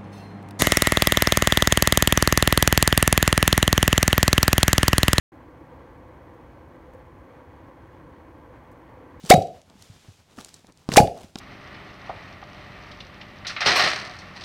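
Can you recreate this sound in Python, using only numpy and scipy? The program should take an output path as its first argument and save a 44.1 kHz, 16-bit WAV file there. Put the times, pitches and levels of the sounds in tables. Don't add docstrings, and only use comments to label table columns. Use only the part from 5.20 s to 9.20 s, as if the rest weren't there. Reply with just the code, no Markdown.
import sys
import numpy as np
from scipy import signal
from scipy.fft import rfft, irfft
from scipy.io import wavfile
from scipy.ndimage import uniform_filter1d

SR = 44100
rng = np.random.default_rng(int(sys.argv[2]) if len(sys.argv) > 2 else 0)


def master_out(mix):
    frames = np.transpose(np.atleast_2d(mix))
    ceiling = np.clip(frames, -1, 1)
    pcm = np.round(ceiling * 32767).astype(np.int16)
    wavfile.write(sys.argv[1], SR, pcm)


N = 176400
TIME = np.arange(N) / SR
FREQ_HZ = np.fft.rfftfreq(N, 1 / SR)


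def from_db(db):
    return 10 ** (np.asarray(db) / 20)


def unit_rms(x):
    return x / np.sqrt(np.mean(x ** 2) + 1e-20)


def envelope(rows, trim_db=0):
    return from_db(trim_db + np.interp(TIME, *np.transpose(rows)))


def drift(rate_hz):
    slow = irfft(rfft(rng.standard_normal(N)) / (1 + (FREQ_HZ / rate_hz) ** 2), N)
    return unit_rms(slow - slow.mean())


def colour(x, spectrum):
    hz, db = np.transpose(spectrum)
    gain = from_db(np.interp(np.log(FREQ_HZ + 1), np.log(hz), db))
    cepstrum = irfft(np.log(gain), N)
    cepstrum[1:N // 2] *= 2
    cepstrum[N // 2 + 1:] = 0
    return unit_rms(irfft(rfft(x) * np.exp(rfft(cepstrum)), N))


def resonate(x, centre_hz, width_hz):
    b, a = signal.iirpeak(centre_hz, centre_hz / width_hz, fs=SR)
    return unit_rms(signal.lfilter(b, a, signal.lfilter(b, a, x)))


def hold_rms(x, window_s):
    return x / np.sqrt(uniform_filter1d(x ** 2, int(window_s * SR)) + 1e-12)


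def impacts(drops_per_s=2200, spread_db=1.5, wash_db=-1.5):
    sizes = from_db(spread_db * np.minimum(rng.exponential(1, N), 4))
    signs = rng.choice([-1, 1], N)
    hits = rng.random(N) < drops_per_s / SR
    drops = unit_rms(sizes * signs * hits)
    return unit_rms(drops + from_db(wash_db) * rng.standard_normal(N))


# time_s, level_db
SPRAY_ENVELOPE = [(0.15, -54), (0.16, -55), (0.29, -55), (0.3, -57), (0.38, -52.5), (0.39, -56.5),
                  (0.45, -54), (2.08, -55), (2.1, -53), (2.27, -55), (2.71, -54), (3.3, -55), (3.36, -52.5),
                  (3.38, -54.5), (3.97, -54), (3.98, -53.5)]
# freq_hz, gain_db
SPRAY_SPECTRUM = [(120, -26), (230, -2), (400, -1.5), (570, 0), (635, -4), (680, -0.5), (715, -5.5),
                  (780, -1.5), (960, 0.5), (1090, -0.5), (1190, -4.5), (1275, -11.5), (1345, -6.5),
                  (1420, -11), (1570, -6.5), (1700, -10), (1980, -11), (2250, -16), (2400, -18),
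                  (2520, -18.5), (2650, -25), (2800, -23), (2930, -22), (3150, -23), (3430, -24.5),
                  (3620, -30), (4400, -29), (4900, -38.5), (6300, -39), (8000, -44), (16000, -70)]

def spray(flicker_db=0.5):
    force = impacts() * from_db(flicker_db * drift(rate_hz=11))
    return envelope(SPRAY_ENVELOPE, trim_db=2.5) * colour(force, SPRAY_SPECTRUM)


# time_s, level_db
BOOM_ENVELOPE = [(0.15, -52.5), (0.16, -54.5), (0.3, -49.5), (0.37, -62), (0.41, -49.5), (0.47, -62),
                 (0.51, -54), (2.71, -56), (2.79, -52), (2.99, -55.5), (3.02, -51.5), (3.2, -55.5),
                 (3.34, -53.5), (3.37, -57.5), (3.67, -51.5), (3.7, -64), (3.85, -51), (3.98, -54)]
# centre_hz, width_hz, gain_db
TUB_MODES = [(292.7, 67, -3), (329.8, 66, -4)]
# time_s, level_db
RING_ENVELOPE = [(0.15, -58), (0.62, -53), (1.08, -57.5), (1.13, -54), (1.69, -55.5), (1.75, -49.5),
                 (1.91, -60), (2.09, -52), (2.44, -60.5), (2.5, -50.5), (2.55, -60.5), (3.34, -54.5),
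                 (3.4, -64), (3.55, -50.5), (3.6, -64), (3.83, -50), (3.93, -63), (3.98, -50)]

def panels(flicker_db=0.8):
    boom = np.zeros(N)
    for centre_hz, width_hz, gain_db in TUB_MODES:
        force = impacts() * from_db(flicker_db * drift(rate_hz=8))
        boom += from_db(gain_db) * resonate(force, centre_hz, width_hz)
    ring = resonate(impacts(), centre_hz=506, width_hz=78)
    return envelope(BOOM_ENVELOPE) * boom + envelope(RING_ENVELOPE, trim_db=-0.5) * ring


# time_s, level_db
CHURN_ENVELOPE = [(0.15, -54), (0.43, -51.5), (0.48, -60), (0.53, -50), (0.6, -48), (0.66, -59),
                  (0.71, -48.5), (0.76, -51.5), (0.84, -49), (0.9, -51), (1.14, -52), (1.19, -60),
                  (1.24, -49.5), (1.37, -52), (1.41, -52), (1.47, -49), (1.54, -61), (1.6, -52.5),
                  (1.76, -50.5), (1.83, -50.5), (1.93, -52), (2.0, -47.5), (2.09, -59), (2.16, -54),
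                  (2.24, -59), (2.29, -48), (2.38, -50.5), (2.47, -51), (2.52, -65), (2.62, -48.5),
                  (2.7, -52.5), (3.4, -52), (3.46, -59), (3.52, -51.5), (3.64, -59), (3.72, -50),
                  (3.91, -58.5), (3.98, -46)]
# freq_hz, gain_db
CHURN_SPECTRUM = [(20, -45), (30, -27), (40, -12.5), (55, -1.5), (84, 0), (104, -5), (125, -7.5),
                  (160, -12), (205, -22), (300, -41.5), (600, -68.5)]
# freq_hz, gain_db
FLOW_SPECTRUM = [(60, -17), (110, -7), (150, 0.5), (205, -4.5), (300, -20.5), (600, -60)]

def sump(flow_db=-60):
    churn = hold_rms(colour(rng.standard_normal(N), CHURN_SPECTRUM), window_s=0.075)
    flow = colour(rng.standard_normal(N), FLOW_SPECTRUM)
    return envelope(CHURN_ENVELOPE, trim_db=-0.47) * churn + from_db(flow_db) * flow


# pitch_hz, rms_db
HUM_TONES = [(59.8, -70.5), (119.8, -64), (253.5, -62), (507, -73.5), (851, -72)]
# shaft_multiple, rms_db
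WHINE_ORDERS = [(55, -83.5), (60, -90), (61, -80.5), (62, -84), (63, -83.5), (69, -88), (70, -86),
                (71, -88.5), (75, -92.5), (76, -91)]

def motor(shaft_hz=36.26, speed_wander=0.0012):
    running_s = TIME + speed_wander * np.cumsum(drift(rate_hz=1.66)) / SR
    whine = [(multiple * shaft_hz, rms_db) for multiple, rms_db in WHINE_ORDERS]
    tones = np.zeros(N)
    for pitch_hz, rms_db in list(HUM_TONES) + whine:
        phase = 2 * np.pi * (pitch_hz * running_s + rng.random())
        tones += np.sqrt(2) * from_db(rms_db) * np.sin(phase)
    return tones


# freq_hz, gain_db
HISS_SPECTRUM = [(1000, -3), (4000, 2), (6300, 4.5), (7750, -3), (8300, 1), (9850, 1.5), (10450, -5),
                 (11000, 0.5), (14000, 0.5), (15800, 0.5)]

def hiss(level_db=-76.5):
    return from_db(level_db) * colour(rng.standard_normal(N), HISS_SPECTRUM)


# freq_hz, gain_db
DROPLET_SPECTRUM = [(2500, -14), (5000, -3), (9000, -5), (10400, -4), (12000, -1), (15500, -7)]

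def droplets(drops_per_s=60, level_db=-89):
    spits = rng.uniform(-1, 1, N) * (rng.random(N) < drops_per_s / SR)
    return from_db(level_db) * colour(spits, DROPLET_SPECTRUM)


# peak_s, sigma_s, level_db
SPLASH_SWELLS = [(.67, .04, -76), (1.278, .07, -79), (1.68, .05, -77), (2.174, .06, -81),
                 (2.73, 0.036, -74), (2.96, .04, -77)]
# freq_hz, gain_db
SPLASH_SPECTRUM = [(1800, -18), (2900, 5), (3400, 4), (3700, -2), (4400, -1), (5000, -11), (6500, -9),
                   (9000, -24)]

def splashes():
    swell = np.zeros(N)
    for peak_s, sigma_s, level_db in SPLASH_SWELLS:
        swell += from_db(level_db) * np.exp(-0.5 * ((TIME - peak_s) / sigma_s) ** 2)
    return swell * colour(impacts(), SPLASH_SPECTRUM)


def tick(start_s, level_db, decay_s, centre_hz, width_hz):
    age_s = TIME - start_s
    noise = hold_rms(resonate(rng.standard_normal(N), centre_hz, width_hz), window_s=0.001)
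    decay = (age_s >= 0) * np.exp(-np.abs(age_s) / decay_s)
    return from_db(level_db) * decay * noise


# start_s, gain_db, after_delay_s, after_level_db
TICK_CLUSTERS = [(1.7352, -1.5, 0.046, -67), (3.5152, -1, 0.08, -70)]
# delay_s, level_db, decay_s, centre_hz, width_hz
TICK_PATTERN = [(0, -63, .0022, 14000, 5500), (0, -68, 0.0084, 6200, 5000),
                (.0026, -67.5, .0011, 7500, 5000), (.0133, -62, .001, 8500, 2000),
                (.0133, -68, .001, 14000, 6000)]

def ticks():
    clusters = np.zeros(N)
    for start_s, gain_db, after_delay_s, after_level_db in TICK_CLUSTERS:
        for delay_s, level_db, decay_s, centre_hz, width_hz in TICK_PATTERN:
            clusters += tick(start_s + delay_s, level_db + gain_db, decay_s, centre_hz, width_hz)
        clusters += tick(start_s + after_delay_s, after_level_db,
                         decay_s=0.001, centre_hz=11000, width_hz=16000)
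    return clusters


def scene():
    return (spray() + panels() + sump() + motor() + hiss() + droplets() + splashes() + ticks())[None]


def record(dry, start_s=0.119, fade_s=0.002, cutoff_hz=15850):
    fade_in = np.clip((TIME - start_s) / fade_s, 0, 1)
    lowpass = signal.ellip(10, 0.1, 70, cutoff_hz, fs=SR, output="sos")
    return signal.sosfilt(lowpass, dry * fade_in)


dry = scene()
out = record(dry)
master_out(out)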